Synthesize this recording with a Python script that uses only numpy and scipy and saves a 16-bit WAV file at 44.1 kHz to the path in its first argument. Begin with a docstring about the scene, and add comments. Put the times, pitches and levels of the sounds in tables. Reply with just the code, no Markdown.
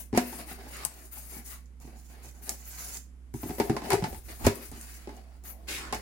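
"""A brush of a hand, then a cluster of hollow knocks: a large cardboard box is being opened.
It stands on a kitchen worktop, close to a handheld stereo microphone. Hands hiss over the card,
flaps snap and scrape, and the tight lid sticks and slips free with a groan, fanning air at the
microphone. At the end the lid swishes down and lands. The small room answers; an appliance hums."""
import sys
import numpy as np
from scipy import signal
from scipy.fft import rfft, irfft, next_fast_len
from scipy.io import wavfile
from scipy.ndimage import uniform_filter1d, map_coordinates

SR = 44100
rng = np.random.default_rng(int(sys.argv[2]) if len(sys.argv) > 2 else 0)


def store_wav(level_fs):
    """Save 16-bit WAV to argv[1]."""
    pcm = np.round(np.clip(np.atleast_2d(level_fs), -1, 1) * 32767)
    wavfile.write(sys.argv[1], SR, pcm.T.astype(np.int16))


N = 265041

# Levels are relative within a table; a positive balance leans left.
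# appliance hum: f/Hz, level/dB
HUM_PARTIALS = [(61.7, -48.5), (123.4, -75), (246.8, -69)]
# noise of the quiet kitchen: f/Hz, level/dB
ROOM_TONE = [(20, -4), (45, 9), (90, -7.5), (160, -1), (260, -7), (600, -21.5), (2000, -24.5), (4000, -33),
             (11000, -31.5), (16000, -52)]
# reverberation of the kitchen: f/Hz, t60/s
ROOM_DECAY = [(100, 0.039), (300, 0.44), (1000, 0.25), (3000, 0.27), (8000, 0.3), (16000, 0.15)]
# likeness of the sound at the microphone's two ports: f/Hz, correlation
PORT_LIKENESS = [(100, 0.87), (300, 0.92), (700, 0.49), (1500, 0), (4000, 0)]
# unequal sensitivity of the ports: f/Hz, balance/dB
PORT_BALANCE = [(100, -3.5), (400, 2.5), (750, 3.5), (1300, -4), (2600, 3), (4500, 0), (6000, -2.5),
                (7200, -15), (8600, 20.5), (10500, 15.5), (13500, 10), (16000, 13.5)]
# air fanned by the lid: peak t/s, level/dB, half length/s
AIR_PUFFS = [(4.133, -47.5, 0.2), (4.461, -28.5, 0.033), (4.721, -44, 0.04), (5.66, -54.5, 0.06),
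             (5.986, -50, 0.11)]
# resonances that the card lends to scrapes and cracks: f/Hz, width/Hz, gain/dB
CARD_RESONANCES = [(254, 19, -2.5), (385, 29, 5.5), (710, 33, -0.5), (862, 26, -4), (973, 17.65, -4.5),
                   (1348, 35, -2.5), (1720, 47, 1.5), (1990, 39, 3), (2220, 68, 3.5), (2560, 270, 2.5),
                   (2930, 120, 2.5), (4190, 250, -0.5)]
# spectra of rubbed and struck card: f/Hz, level/dB
PANEL_RUMBLE = [(70, -23.5), (160, -6.5), (250, 1.5), (340, -5), (500, -8), (760, -1.5), (1000, -11),
                (1600, -31.5)]
FIBRE_RASP = [(500, -8.5), (1000, -2), (1400, 1), (2200, -0.5), (3300, -8.5), (4800, -3.5), (7000, -20),
              (12000, -47)]
HAND_HISS = [(2500, -18), (5000, -6.5), (6900, 3), (7800, -2.5), (9000, 2), (10800, 3), (13000, -3),
             (14200, -5), (15800, 0)]
SKIN_SIZZLE = [(5000, -48.5), (8000, -25), (10500, 2.5), (12500, 3), (14000, 7.5), (15800, -2)]
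LID_SWISH = [(150, -3.5), (600, -1.5), (950, -5.5), (1500, -3), (3000, -5.5), (7000, -1.5), (11000, 2.5),
             (16000, 0)]
EDGE_SNAP = [(500, -20.5), (3000, -23), (5000, -6.5), (7000, 1.5), (10000, 0.5), (13000, -3),
             (16000, -15.5)]
CONTACT_CRACK = [(500, -33), (1200, 4), (2100, 3.5), (3200, -5.5), (4800, -2), (7000, -7.5), (11000, -12.5),
                 (16000, -41)]
# a hand glides over the print: t/s, length/s, level/dB, sizzle against hiss/dB, balance/dB
HAND_STROKES = [(-0.02, 0.025, -40.5, -6.5, 4.5), (0.16, 0.23, -43, -5, 7.5), (0.454, 0.069, -45.5, -6, 7),
                (0.67, 0.06, -48.5, -16.5, -1), (0.843, 0.23, -50, -7.5, 0.5),
                (1.106, 0.09, -41.5, 1, -0.5), (1.204, 0.18, -47.5, -8, 1), (1.28, 0.089, -45.5, 0, 0),
                (1.436, 0.1, -44.5, -5.5, 1), (1.794, 0.089, -56.5, -6, -5), (1.947, 0.2, -57, -10, -6),
                (2.217, 0.07, -48.5, -19, -5), (2.332, 0.09, -60, -20, -6), (2.413, 0.13, -45, -3, -1),
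                (2.564, 0.092, -48.5, -3, -6), (2.642, 0.047, -44, 5.5, -12),
                (2.684, 0.14, -42, -3.5, -7.5), (2.766, 0.17, -39, -11.5, -6.5),
                (2.928, 0.033, -36.5, -13.5, -6), (3.331, 0.08, -49, -6.5, -1), (3.404, 0.26, -44, 2, -1.5),
                (4.042, 0.14, -50.5, -3, 3.5), (4.23, 0.46, -51, -3.5, 2.5), (4.528, 0.029, -41.5, 0, 0.5),
                (4.605, 0.055, -43, -6.5, 1.5), (4.739, 0.23, -48.5, -14, -1),
                (5.432, 0.07, -43.5, 4.5, -1)]
# card drags along card: t/s, length/s, rasp/dB, rumble/dB
CARD_SCRAPES = [(0.148, 0.048, -39, -38), (0.23, 0.13, -50, -50.5), (0.373, 0.032, -45.5, -44.5),
                (0.474, 0.058, -48.5, -51.5), (0.574, 0.43, -54.5, -54.5), (0.72, 0.14, -46.5, -59),
                (0.873, 0.19, -66.5, -59.5), (1.317, 0.072, -56.5, -55), (1.497, 0.037, -52, -82),
                (1.795, 0.17, -65, -60), (2.085, 0.2, -61.5, -59.5), (2.33, 0.1, -69.5, -61),
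                (2.457, 0.051, -51, -51.5), (2.794, 0.12, -61, -61), (3.42, 0.12, -61, -48.5),
                (3.605, 0.26, -54.5, -44), (3.825, 0.08, -47, -40), (3.896, 0.029, -35, -58),
                (3.983, 0.1, -56.5, -42), (4.277, 0.027, -46, -48), (4.388, 0.055, -54.5, -41),
                (4.438, 0.039, -33, -30.5), (4.53, 0.1, -51.5, -53), (4.709, 0.055, -52.5, -52),
                (4.785, 0.27, -59, -65), (5.073, 0.11, -59.5, -54.5), (5.173, 0.2, -68.5, -66.5),
                (5.425, 0.07, -68, -57.5), (5.53, 0.2, -72.5, -59), (5.75, 0.32, -69, -55.5),
                (5.919, 0.011, -40, -41.5)]
# the lid slides down: t/s, level/dB, resonance f/Hz
LID_SLIDE = [(5.671, -55.5, 2360), (5.686, -33, 2590), (5.74, -33.5, 2840), (5.79, -36.5, 2360),
             (5.84, -40, 1575), (5.88, -43, 1360), (5.92, -47, 1220)]
# the tight lid slips: t/s, level/dB, slip rate/Hz
LID_JUDDER = [(3.88, -53, 354), (3.905, -32, 418), (3.93, -30, 387), (3.942, -19, 394), (3.952, -23, 417),
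              (3.97, -43, 410), (3.99, -70, 360)]
# card edges snap past each other, and at 1.802 and 5.439 s a fingertip lands on the card: t/s, level/dB,
# balance/dB before a common lean to the right
FLAP_FLICKS = [(0.1763, -20, -1), (0.769, -44, 12.5), (0.8509, -19.5, 7), (1.658, -56.5, -24),
               (1.802, -56, -1), (2.4935, -23, 1), (2.655, -47, 1), (2.972, -35, -8), (3.341, -45, 3),
               (3.6, -40.5, 17), (3.695, -43, 5), (3.768, -49, -3.5), (3.9039, -28.5, 13), (3.932, -26, 7),
               (4.146, -49, 17), (4.4661, -20, -2.5), (4.556, -37, 15), (4.716, -42.5, 3),
               (4.8128, -39, 1.5), (5.167, -51, -4), (5.439, -51, 0), (5.926, -34.5, -2.5),
               (5.947, -31, -12)]
# modes of the box, from deep thud to panels, and of the air inside: f/Hz, level/dB, t60/s
THUD_MODES = [(80.8, -12.5, 0.051), (117.3, 9, 0.14), (153.6, 10, 0.13)]
BODY_MODES = [(185, -6, 0.067), (232.6, -5.5, 0.11), (289.3, -3, 0.099), (334.3, -3, 0.099),
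              (407.4, -5, 0.11)]
PANEL_MODES = [(528, -4, 0.036), (699, -3, 0.07), (761.4, 0.5, 0.086), (854, 0, 0.093), (941, -6, 0.12),
               (1032, -4.5, 0.064)]
CAVITY_MODES = [(247.8, 0, 0.33)]
# blows on the box, and at 3.904, 3.918 and 3.931 s the stick-slip jolts of the tight lid: t/s, strength/dB,
# hardness of the contact/dB, weight behind it/dB
BOX_BLOWS = [(0.129, -28.5, -16.5, -8), (0.139, -33, -11, -18), (0.148, -31.5, -8.5, -11),
             (0.175, -21.5, -2, -14), (0.327, -54, 9, -10), (0.512, -53.5, 3, 2), (0.665, -49.5, -7.5, -17),
             (0.851, -52, 8.5, 5), (1.169, -61, 5.5, -7), (1.36, -51, -10.5, -4), (1.846, -47, -18, -4.5),
             (1.876, -50, -9, -16), (2.246, -53, -6.5, -0.5), (2.492, -58.5, 11, -6.5),
             (3.3395, -33, -17.5, -3), (3.432, -35, -11, -4), (3.456, -35.5, -33, -18),
             (3.494, -33.5, -13, -3.5), (3.506, -38.5, -7, -12), (3.583, -40, -3, -9.5),
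             (3.5998, -21.5, -7.5, -15.5), (3.697, -20, -14, -8), (3.766, -35, -1, -17),
             (3.819, -43, -3, -18), (3.904, -45.5, 14.5, -10), (3.918, -40, 10, 2),
             (3.931, -39.5, 7.5, 10.5), (4.024, -42, -1.5, 15.5), (4.04, -46, 11.5, 4),
             (4.128, -44.5, -4.5, -14), (4.146, -60.5, 8.5, -13), (4.448, -37.5, 1.5, -2),
             (4.468, -16, -6.5, -5.5), (4.716, -44.5, -10, -4), (5.073, -38, -12, -26),
             (5.092, -43, -8, -33), (5.926, -36, 3.5, -11), (5.947, -43.5, 0.5, -15)]


def amp(db):
    return 10 ** (np.asarray(db) / 20)


def unit(x):
    return x / np.sqrt(np.mean(x ** 2) + 1e-20)


def burst(x, seconds):
    """Scale a short sound to rms 1, its energy counted over so many seconds."""
    return x / np.sqrt(np.mean(np.sum(x ** 2, axis=-1)) / (seconds * SR))


def along(points, hz):
    """Interpolate (f/Hz, value) points on a log frequency axis."""
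    point_hz, values = np.transpose(points)
    return np.interp(np.log(hz + 1), np.log(point_hz + 1), values)


def curves(rows):
    """One value per sample for each column after the time."""
    times, *columns = np.transpose(rows)
    return [np.interp(np.arange(N) / SR, times, column) for column in columns]


def during(rows):
    """1 from the first row's time to the last, else 0."""
    t = np.arange(N) / SR
    return (t > rows[0][0]) & (t < rows[-1][0])


def wobble(rate):
    """A smooth random curve, rate knots a second."""
    return map_coordinates(rng.standard_normal(int(N * rate / SR) + 4), [np.arange(N) * rate / SR])


def pan(db):
    """Left and right gains of constant power."""
    gains = amp([np.atleast_1d(db) / 2, -np.atleast_1d(db) / 2])
    return gains / np.sqrt(np.mean(gains ** 2, axis=0))


def filtered(x, response):
    """Weight the spectrum of x by a function of frequency."""
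    n = x.shape[-1]
    size = next_fast_len(n + SR // 10)
    return irfft(rfft(x, size) * response(np.fft.rfftfreq(size, 1 / SR)), size)[..., :n]


def coloured(x, spectrum, size=2048):
    """Minimum-phase colour: nothing sounds before its cause."""
    cepstrum = irfft(np.log(amp(along(spectrum, np.fft.rfftfreq(size, 1 / SR)))))
    cepstrum[1:size // 2] *= 2
    cepstrum[size // 2 + 1:] = 0
    impulse = irfft(np.exp(rfft(cepstrum)))
    return signal.fftconvolve(x, impulse[None], axes=1)[:, :x.shape[-1]]


def spread(pair):
    """Two unrelated signals become left and right, alike in the bass."""
    turn = lambda hz: np.arccos(np.clip(along(PORT_LIKENESS, hz), -1, 1)) / 2
    mid, side = filtered(pair, lambda hz: np.array([np.cos(turn(hz)), np.sin(turn(hz))]))
    return np.array([mid + side, mid - side])


def noise(n):
    return spread(rng.standard_normal((2, n)))


def add(track, start_s, sound):
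    part = track[:, round(start_s * SR):][:, :sound.shape[-1]]
    part += sound[..., :part.shape[-1]]


def kitchen_background():
    """A low appliance hum, a little to the right, over faint room tone."""
    wavering_t = np.arange(N) / SR + 0.00051 * wobble(2.55)
    hum = sum(amp(db) * unit(np.sin(2 * np.pi * hz * wavering_t)) for hz, db in HUM_PARTIALS)
    return hum * pan(-2.8) + amp(-58.5) * unit(coloured(noise(N), ROOM_TONE))


def kitchen_reverb(x):
    """The near walls answer after 5 ms; each frequency dies at its own speed."""
    hz, t, bands = signal.stft(noise(SR // 2), SR, nperseg=256)
    tail = signal.istft(bands * amp(-60 * t / along(ROOM_DECAY, hz)[:, None]), SR, nperseg=256)[1]
    tail = np.pad(tail / np.linalg.norm(tail[0]), ((0, 0), (SR // 200, 0)))
    return signal.fftconvolve(x, tail, axes=1)[:, :N]


def lid_draught():
    """At close range, each swing of the broad lid fans a puff of air over the microphone."""
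    t = np.arange(N) / SR
    flow = sum(amp(db) * np.exp(-((t - peak_s) / half_s) ** 2) for peak_s, db, half_s in AIR_PUFFS)
    buffeting = coloured(noise(N), [(20, -10), (45, -1), (85, -1), (130, -14), (300, -38.5)])
    return flow * unit(buffeting)


def through_card(x):
    """Sound that comes by way of the card takes on its resonances."""
    hz = np.geomspace(100, 6000, num=400)
    gain_db = sum(db / (1 + (2 * (hz - centre) / width) ** 2) for centre, width, db in CARD_RESONANCES)
    return coloured(x, np.transpose([hz, gain_db]))


def friction(spectrum, rough_db, rough_hz, catches_per_s, catch_db):
    """Countless tiny slips under an uneven pressure, with now and then a fibre that catches."""
    pressure = amp(rough_db * wobble(rough_hz))
    caught = rng.random(N) < catches_per_s / SR
    catches = caught * amp(2.4 * rng.exponential(size=N).clip(0, 3)) * rng.standard_normal((2, N))
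    slips = noise(N) * pressure + amp(catch_db) * unit(spread(catches))
    return unit(through_card(coloured(slips, spectrum)))


def patchy(x, depth_db):
    """As the contact travels over the card, its resonances come and go."""
    bands = signal.stft(x, nperseg=1024)[2]
    patches = uniform_filter1d(rng.standard_normal(bands.shape[1:]), size=4, axis=0)
    patches = uniform_filter1d(patches, size=6, axis=1)
    return unit(signal.istft(bands * amp(depth_db * unit(patches)), nperseg=1024)[1][:, :N])


def rubbing_textures():
    """The sounds of rubbed card: panel rumble, fibre rasp, smooth hiss and the sizzle of dry skin."""
    rumble = friction(PANEL_RUMBLE, rough_db=1.5, rough_hz=60, catches_per_s=120, catch_db=-10.5)
    rumble = patchy(rumble, depth_db=3)
    rasp = friction(FIBRE_RASP, rough_db=1.2, rough_hz=90, catches_per_s=170, catch_db=-9)
    rasp = patchy(rasp, depth_db=2.5)
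    hiss = friction(HAND_HISS, rough_db=1.6, rough_hz=87, catches_per_s=1300, catch_db=-11)
    hiss = patchy(hiss, depth_db=3.5)
    sizzle = friction(SKIN_SIZZLE, rough_db=4, rough_hz=49, catches_per_s=1500, catch_db=-13)
    return rumble, rasp, hiss, sizzle


def gestures(starts, lengths, attack_s, fade_db_per_s):
    """One envelope per gesture, a point each millisecond: it gets up to speed, holds, then dies away."""
    t = np.arange(0, N / SR, 0.001) - starts[:, None]
    return np.clip(t / attack_s, 0, 1) * amp(-fade_db_per_s * np.maximum(t - lengths[:, None], 0))


def together(envelopes, gains):
    """The level of overlapping gestures at every sample: their powers add."""
    level = np.sqrt(gains ** 2 @ envelopes ** 2)
    return np.interp(np.arange(N), np.linspace(0, N, len(level)), level)


def rubbing():
    """Hands mostly hiss and sizzle, card on card mostly rasps and rumbles; both stir the same panels."""
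    rumble, rasp, hiss, sizzle = rubbing_textures()
    start, length, hand_db, sizzle_db, side_db = np.transpose(HAND_STROKES)
    hand = gestures(start, length, attack_s=0.025, fade_db_per_s=319.5)
    start, length, rasp_db, rumble_db = np.transpose(CARD_SCRAPES)
    card = gestures(start, length, attack_s=0.018, fade_db_per_s=215.5)
    glide, drag = together(hand, amp(hand_db)), together(card, amp(rasp_db))
    skin = pan(side_db) * amp(hand_db) / np.hypot(1, amp(sizzle_db))  # dry skin trades hiss for sizzle
    return (rumble * np.hypot(together(card, amp(rumble_db)), amp(-19) * glide)
            + rasp * np.hypot(drag, amp(-13.5) * glide)
            + hiss * np.hypot([together(hand, side) for side in skin], amp(-2) * drag)
            + sizzle * np.array([together(hand, side * amp(sizzle_db)) for side in skin]))


def lid_slide():
    """The lid swishes down; as it slows, its resonance sinks and the treble goes."""
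    db, centre_hz = curves(LID_SLIDE)
    scrape = friction(LID_SWISH, rough_db=0.9, rough_hz=140, catches_per_s=340, catch_db=-15.5)
    hz, t, bands = signal.stft(patchy(scrape, depth_db=3), SR, nperseg=512)
    ratio = (hz[:, None] + 1) / np.interp(t * SR, np.arange(N), centre_hz)
    resonance = 1 + 1.3 * np.exp(-(np.log2(ratio) / 0.66) ** 2)
    gain = resonance / (1 + (ratio / 4) ** 3)
    swish = signal.istft(bands * gain / np.sqrt(np.mean(gain ** 2, axis=0)), SR, nperseg=512)[1][:, :N]
    return during(LID_SLIDE) * amp(db - 2.5) * unit(swish) * pan(-0.5)


def lid_judder():
    """The lid sticks and slips in quick succession as it is pulled out: a short groan."""
    db, slip_hz = curves(LID_JUDDER)
    phase = 2 * np.pi * np.cumsum(slip_hz * (1 + 0.0347 * wobble(180))) / SR
    groan = np.sin(phase) + amp(-11) * np.sin(2 * phase) + amp(-22) * np.sin(3 * phase)
    return during(LID_JUDDER) * amp(db + 1.4 * wobble(180)) * unit(groan) * pan(3)


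def flap_flicks():
    """A card edge lets go, or a fingertip lands: one sharp snap, scattered by the flaps around it."""
    out, t = np.zeros((2, N)), np.arange(SR // 10) / SR
    envelope = amp(-60 * t / 0.00066) + amp(-21.5 - 60 * t / 0.075)
    for start_s, db, side_db in FLAP_FLICKS:
        pair = coloured(rng.standard_normal((2, len(t))) * envelope, EDGE_SNAP)
        snap = np.array([burst(side, 0.003) for side in pair])
        add(out, start_s, amp(db) * pan(side_db - 2.5) * snap)
    return out


def ring(modes, t, scatter_db, detune, skew_rad):
    """Damped modes; each place of contact stirs them differently and reaches the ports out of step."""
    hz, db, t60 = np.transpose(modes)[:, :, None]
    size, shift, phase = rng.standard_normal((3, len(modes), 1))
    polarity = (-1) ** np.arange(len(modes))[:, None]
    fade = polarity * amp(db + scatter_db * size - 60 * t / t60)
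    angle = 2 * np.pi * hz * (1 + detune * shift) * t
    pair = np.array([np.sum(fade * np.sin(angle + side * skew_rad * phase), axis=0) for side in (1, -1)])
    return burst(pair * (1 - np.exp(-t / 0.00038)), 0.034)


def push(t, width_s):
    """Dead card is shoved in and springs back once: a single swing."""
    swing = (t - 1.175 * width_s) / (width_s / 2)
    return burst(np.array([swing, swing]) * np.exp(-swing ** 2), 0.013)


def box_knocks(hand_damps_s=0.6):
    """A blow shoves the box and rings it; weight adds a thud, a hard contact a panel clap and crack."""
    out, t = np.zeros((2, N)), np.arange(SR * 2 // 5) / SR
    contact = amp(-60 * t / 0.0082) + amp(-60 * t / 0.14)  # the contact, then nearby flaps chatter
    for start_s, db, hard_db, weight_db in BOX_BLOWS:
        thud = amp(db + weight_db - 3.5) * ring(THUD_MODES, t, scatter_db=1.5, detune=0.11, skew_rad=0.05)
        softness = np.clip((weight_db - hard_db + 10) / 24, 0, 1)  # a soft, deep blow stays longer
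        shove = amp(db - 5) * push(t, width_s=0.0016 + 0.0013 * softness)
        body = amp(db - 5.5) * ring(BODY_MODES, t, scatter_db=4, detune=0.026, skew_rad=0.2)
        # the hollow air note rings on the first knocks, until a resting hand damps it
        undamped = start_s < hand_damps_s
        air = undamped * amp(db - 4) * ring(CAVITY_MODES, t, scatter_db=0, detune=0.0036, skew_rad=0)
        clap = amp(db + hard_db - 1.5) * ring(PANEL_MODES, t, scatter_db=6.5, detune=0.017, skew_rad=0.52)
        chatter = through_card(coloured(noise(len(t)) * contact, CONTACT_CRACK))
        crack = amp(db + 1.164 * hard_db - 4) * burst(chatter, 0.024)
        add(out, start_s, thud + shove + body - air + clap + crack)
    return out


def scene():
    """The box close up on the worktop, the kitchen well behind it."""
    blows = box_knocks() + lid_judder()
    handling = flap_flicks() + rubbing() + lid_slide()
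    reverb = kitchen_reverb(amp(-11) * blows + amp(-10.5) * handling)
    return blows + handling + reverb + lid_draught() + kitchen_background()


def record(dry):
    """The microphone's two ports colour the sound differently; a loud peak briefly ducks the gain."""
    threshold, recovery_db_per_s, lag_s, top_hz = 0.4, 16, 0.018, 16050
    x = filtered(dry, lambda hz: pan(along(PORT_BALANCE, hz)))
    over_db = np.clip(20 * np.log10(np.abs(x).max(axis=0) / threshold + 1e-9), 0, 6)
    recovery_db = recovery_db_per_s * np.arange(N) / SR
    duck_db = np.maximum.accumulate(over_db + recovery_db) - recovery_db
    pole = np.exp(-1 / (lag_s * SR))  # the gain falls too late to catch the peak itself
    gain = amp(-signal.lfilter([1 - pole], [1, -pole], duck_db))
    return filtered(x * gain, lambda hz: hz < top_hz)


dry = scene()
out = record(dry)
store_wav(out)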